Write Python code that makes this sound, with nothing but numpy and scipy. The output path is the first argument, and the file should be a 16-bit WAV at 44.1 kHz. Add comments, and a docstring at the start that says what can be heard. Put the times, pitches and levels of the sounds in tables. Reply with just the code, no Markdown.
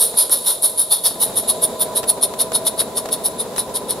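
"""Sharp puffs of steam: a small model locomotive pulls log wagons round a garden curve and away.
Each piston stroke blows a puff that rings the narrow chimney; the puffs shorten and fade.
Wheels rumble on the rails, click over the joints and set the wagons ringing; the running gear clinks once.
Steam leaks faintly. Foliage scatters the puffs, clicks and clink."""
import sys
import numpy as np
from scipy import signal
from scipy.fft import rfft, irfft
from scipy.io import wavfile

SR = 44100
rng = np.random.default_rng(int(sys.argv[2]) if len(sys.argv) > 2 else 0)


def master(y):
    """Save y as 16-bit WAV."""
    cut = np.clip(np.atleast_2d(y).T, -1, 1)
    pcm = np.round(cut * 32767)  # scale
    wavfile.write(sys.argv[1], SR, pcm.astype(np.int16))


N = 176400

# steam puffs: (peak time [s], relative level [dB], width [s], gain below HOLLOW_HZ [dB])
PUFFS = [(0.02, -9, 0.022, -3), (.196, -9, .016, 1.5), (0.328, -8, 0.0093, 0), (0.486, -10.5, 0.022, 0.5),
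         (0.647, -7.5, 0.012, -3), (0.801, -11, 0.015, 1), (.930, -8.5, 0.012, 1.5), (1.063, -9, .012, 2),
         (1.226, -9, 0.011, 1.5), (1.381, -12.5, 0.013, 0.5), (1.5, -8, 0.0083, 0.5),
         (1.640, -8.5, 0.0087, -1), (1.819, -10, 0.0092, 1.5), (1.975, -11.5, 0.0094, 0),
         (2.098, -7.5, 0.0078, -1), (2.237, -8, 0.0079, 0.5), (2.411, -9, 0.0084, 2.5),
         (2.556, -11, 0.0097, 3), (2.675, -8.5, 0.0078, 0.5), (2.803, -11, 0.0088, 1.5),
         (2.98, -12.5, 0.0083, 3), (3.134, -12.5, 0.0081, 2.5), (3.263, -11.5, 0.0092, 2),
         (3.408, -18, 0.01, 3.5), (3.595, -15.5, 0.011, 4), (3.764, -14.5, 0.0084, 2.5),
         (3.909, -16, .010, 2.5)]
# chimney resonances: (centre [Hz], width [Hz], level [dB])
CHIMNEY_MODES = [(2930, 250, -34), (3730, 330, -11), (4315, 217, -11.5), (5240, 474, -17.5),
                 (8610, 160, -11.5), (9576, 610, -6.5), (10083, 410, 2.5), (10740, 570, -5.5),
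                 (11620, 360, -4.5), (12960, 850, -16)]
# jet roar: (frequency [Hz], level [dB])
JET_SPECTRUM = [(100, -54), (300, -42), (600, -15.5), (800, -21.5), (1000, -15.5), (1500, -28), (2600, -35),
                (3300, -23), (5500, -24), (6200, -25), (8000, -25), (9500, -13.5), (11500, -14.5),
                (13500, -18.5), (15500, -28)]
# steam trailing a puff: (time [s], level re puff [dB])
TRAIL_LEVEL = [(0, -5), (.8, -7), (1.3, -11.5), (1.7, -24), (2.4, -24), (4, -17)]
# chimney turning away: (time [s], slope above TREBLE_HZ [dB/octave], right-ear lag [us], L-R [dB])
CHIMNEY_HEADING = [(0, -6, 2.6, -0.7), (1, 0, 13.6, 0), (2.1, -18, 12.5, -0.5), (2.5, -18, 16.3, .7),
                   (4, -15, 20, 0.5)]
# rumble of wheels, rails and wagons: (frequency [Hz], level [dB])
RUMBLE_SPECTRUM = [(20, -41), (45, -16), (110, -11), (235, -2), (325, -8), (420, 1.5), (510, 0.5),
                   (565, -2), (640, -2.5), (735, -7), (900, -8.5), (1020, -13), (1250, -16.5),
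                   (1800, -24.5), (2600, -27), (6000, -29), (15000, -35)]
# rumble: (time [s], level [dB], gain below BASS_HZ [dB])
RUMBLE_LEVEL = [(0, -34, -5), (.5, -36, -1.5), (.8, -39, -0.5), (1.18, -34, 0.5), (1.3, -30, -0.5),
                (1.42, -32, 0.5), (1.75, -30, -0.5), (2.15, -31.5, 1), (2.4, -30.5, 0), (2.9, -31.5, 0.5),
                (3.6, -30.5, -1), (4, -31.5, 2)]
# diffuse rumble: (frequency [Hz], level re direct [dB])
RUMBLE_DIFFUSE = [(25, 0), (60, -10), (130, -10.5), (400, -16), (1000, -7.5), (1600, -4), (6000, 0)]
# wheels on rail joints: (time [s], click [dB], knock [dB])
JOINT_HITS = [(.141, -33, -22), (0.298, -31.5, -28), (1.109, -36, -23), (1.157, -43, -22.5),
              (1.274, -39, -28), (1.299, -51, -25), (1.436, -35, -21), (2.031, -25.5, -36),
              (2.039, -27, -20), (2.338, -27, -30), (2.519, -24.5, -30), (2.802, -24, -38),
              (2.817, -29, -24), (3.057, -26.5, -21), (3.088, -27, -31), (3.562, -24.5, -35),
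              (3.581, -22, -28)]
# wheel click: (frequency [Hz], level [dB])
CLICK_SPECTRUM = [(300, -6), (1200, 7), (2200, -2.5), (3500, -2), (6000, -5.5), (9000, -4.5), (15000, -12)]
# wagon knock: (frequency [Hz], level [dB])
KNOCK_SPECTRUM = [(100, -8), (300, -5), (500, 9.5), (700, 2.5), (1000, -7), (1500, -27), (5000, -56)]
# wagon body resonances: (centre [Hz], width [Hz])
WAGON_MODES = [(640, 40), (995, 37)]
# wagon ringing: (time [s], lower mode [dB], upper mode [dB])
WAGON_MODE_LEVELS = [(0, -41.5, -47), (.9, -44, -49.5), (1.3, -36, -43), (1.75, -33.5, -37),
                     (2.2, -35.5, -38), (3.1, -35.5, -41), (3.5, -43, -37.5), (4, -47, -40)]
# steam leak: (frequency [Hz], level [dB])
HISS_SPECTRUM = [(1500, -22), (3000, -5), (3750, 14.5), (5000, 0), (6000, -7.5), (7200, 8.5), (8500, 1.5),
                 (10000, 6.5), (12000, 4), (15500, -20)]
# steam leak: (time [s], level [dB])
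HISS_LEVEL = [(0, -37.5), (1, -43), (1.5, -37.5), (2.1, -43.5), (3, -44), (4, -44.5)]

HOLLOW_HZ, TREBLE_HZ, BASS_HZ = 7270, 10330, 330


def exhaust(t):
    """One puff per piston stroke, each peaking on a whole sample."""
    return sum(puff(t, round(when_s * SR) / SR, *settings) for when_s, *settings in PUFFS)


def puff(t, when_s, level_db, width_s, hollow_db, size=16384):
    """The valve opens; steam swells, dies and trails off through the chimney."""
    valve_lead_s, shut_db, trail_s, trail_hollow_db, trim_db = 0.025, -8, 0.048, 3, -1.36
    age_s = (np.arange(size) - size // 4) / SR
    hz = np.fft.rfftfreq(size, 1 / SR)
    hollow = hz < HOLLOW_HZ
    db_per_width = np.where(age_s < 0, 8, 8.5)  # attack, release
    swell_db = -db_per_width * (np.hypot(age_s / width_s, 1) - 1)
    burst = undb(swell_db + shut_db * (age_s < -valve_lead_s))
    trail = undb(curve(TRAIL_LEVEL, when_s)) * np.clip(age_s / width_s, 0, 1)
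    trail *= np.exp(-np.abs(age_s) / trail_s)
    db_per_octave, lag_us, pan_db = (curve(CHIMNEY_HEADING, when_s, column) for column in (1, 2, 3))
    treble_db = db_per_octave * np.log2(np.maximum(hz / TREBLE_HZ, 1))
    colour = chimney(hz) * undb(hollow_db * hollow + treble_db)
    left, right = (turbulence(burst) + turbulence(trail) * undb(trail_hollow_db * hollow)) * colour
    left *= undb(pan_db / 2)
    right *= undb(-pan_db / 2) * np.exp(-2j * np.pi * hz * lag_us / 1e6)
    ears = irfft(np.array([left, right])) * undb(level_db + trim_db)
    return np.array([np.interp(t - when_s, age_s, ear, 0, 0) for ear in ears])


def turbulence(flow, sputter_db=1.26, sputter_hz=499.2):
    """Left and right spectra of sputtering steam."""
    direct, diffuse = rng.standard_normal((2, len(flow)))
    sputter = undb(sputter_db * wander(sputter_hz, len(flow)))
    return rfft(flow * sputter * stereo(direct, 0.3 * diffuse))


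def chimney(hz, jet_db=-1.5, scatter_db=1.36, ripple_delay_s=0.0025, ripple_db=-13):
    """Unit-RMS response of jet and chimney modes, with fine random ripple in each puff's tone colour."""
    power = (undb(jet_db) * spectrum(JET_SPECTRUM, hz)) ** 2
    for centre_hz, width_hz, level_db in CHIMNEY_MODES:
        detune, scatter = rng.standard_normal(2)
        mode = resonance(hz, centre_hz * (1 + 0.015 * detune), width_hz)
        power += (undb(level_db + scatter_db * scatter) * mode) ** 2
    delays_s = ripple_delay_s * np.exp(0.5 * rng.standard_normal(4))
    ripple = sum(np.exp(-2j * np.pi * hz * delay_s) for delay_s in delays_s)
    gain = np.sqrt(power) * (1 + undb(ripple_db) * ripple)
    return gain / rms(gain)


def rolling(t, flutter_db=1.06):
    """Wheels on rough rail set track and wagons rumbling."""
    hz = np.fft.rfftfreq(N, 1 / SR)
    direct = noise(RUMBLE_SPECTRUM)
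    diffuse = filtered(noise(RUMBLE_SPECTRUM), spectrum(RUMBLE_DIFFUSE, hz))
    rumble = stereo(direct, diffuse)
    bass = filtered(rumble, hz < BASS_HZ)
    rumble += bass * (undb(curve(RUMBLE_LEVEL, t, column=2)) - 1)
    return rumble * undb(curve(RUMBLE_LEVEL, t) + flutter_db * wander(rate_hz=60))


def rail_joints(t, click_decay_s=0.0056, knock_decay_s=0.0044):
    """A wheel dropping into a joint clicks and knocks its wagon."""
    click, knock = np.zeros((2, N))
    for when_s, click_db, knock_db in JOINT_HITS:
        age_s = np.maximum(t - when_s, 0)
        click += (age_s > 0) * undb(click_db) * np.exp(-age_s / click_decay_s)
        knock += (age_s > 0) * undb(knock_db) * np.exp(-age_s / knock_decay_s)
    click_noise = stereo(noise(CLICK_SPECTRUM), 0.87 * noise(CLICK_SPECTRUM))
    return click * click_noise + knock * noise(KNOCK_SPECTRUM)


def wagon_ring(t):
    """Rolling drives two narrow modes of the wagon bodies."""
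    hz = np.fft.rfftfreq(N, 1 / SR)
    ring = np.zeros((2, N))
    for column, (centre_hz, width_hz) in enumerate(WAGON_MODES, start=1):
        mode = resonance(hz, centre_hz, width_hz)
        shake = stereo(rng.standard_normal(N), 0.26 * rng.standard_normal(N))
        ring += filtered(shake, mode / rms(mode)) * undb(curve(WAGON_MODE_LEVELS, t, column))
    return ring


def gear_clink(t, when_s=0.2958, ring_hz=8650, level_db=-12.5, decay_s=0.0018):
    """One short metallic ring from the running gear."""
    age_s = np.maximum(t - when_s, 0)
    return undb(level_db) * np.exp(-age_s / decay_s) * np.sin(2 * np.pi * ring_hz * age_s)


def steam_leak(t, flutter_db=0.29):
    """Escaping steam hisses faintly throughout."""
    hiss = stereo(noise(HISS_SPECTRUM), 0.55 * noise(HISS_SPECTRUM))
    return hiss * undb(curve(HISS_LEVEL, t) + flutter_db * wander(rate_hz=15))


def garden(sound, t, t60_s=0.35, wet_db=-18):
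    """Adds a short scatter from leaves and brick edging."""
    tail = rng.standard_normal((2, N)) * undb(-60 * t / t60_s)
    tail /= np.sqrt((tail ** 2).sum(axis=1, keepdims=True))
    return sound + undb(wet_db) * signal.fftconvolve(sound, tail, axes=1)[:, :N]


def undb(db):
    return 10 ** (np.asarray(db) / 20)


def rms(x):
    return np.sqrt(np.mean(np.abs(x) ** 2))


def curve(table, at, column=1):
    """Table column, linearly interpolated."""
    rows = np.array(table, float)
    return np.interp(at, rows[:, 0], rows[:, column])


def spectrum(table, hz):
    """Gain from (frequency [Hz], level [dB]) points."""
    rows = np.array(table, float)
    return undb(np.interp(np.log(hz + 1), np.log(rows[:, 0]), rows[:, 1]))


def resonance(hz, centre_hz, width_hz):
    return 1 / (1 + 2 * ((hz - centre_hz) / width_hz) ** 2)


def filtered(sound, gain):
    return irfft(rfft(sound) * gain, N)


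def noise(table):
    """Coloured noise, unit RMS."""
    gain = spectrum(table, np.fft.rfftfreq(N, 1 / SR))
    return filtered(rng.standard_normal(N), gain / rms(gain))


def wander(rate_hz, size=N):
    """Random drift, RMS near 1."""
    step = int(SR / rate_hz)
    points = rng.standard_normal(size)
    return np.interp(np.arange(size) / step, np.arange(size), points) * np.sqrt(3 / 2)


def stereo(mid, side):
    return np.array([mid + side, mid - side])


def scene():
    """Puffs and impacts in the garden, over rumble, ring and hiss."""
    t = np.arange(N) / SR
    transients = exhaust(t) + rail_joints(t) + gear_clink(t)
    return garden(transients, t) + rolling(t) + wagon_ring(t) + steam_leak(t)


def record(dry):
    """Hard limit at full scale, then a steep low-pass."""
    cutoff_hz = 15600
    lowpass = signal.ellip(10, 0.2, 80, cutoff_hz, fs=SR, output="sos")
    return signal.sosfilt(lowpass, np.clip(dry, -1, 1))


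dry = scene()
out = record(dry)
master(out)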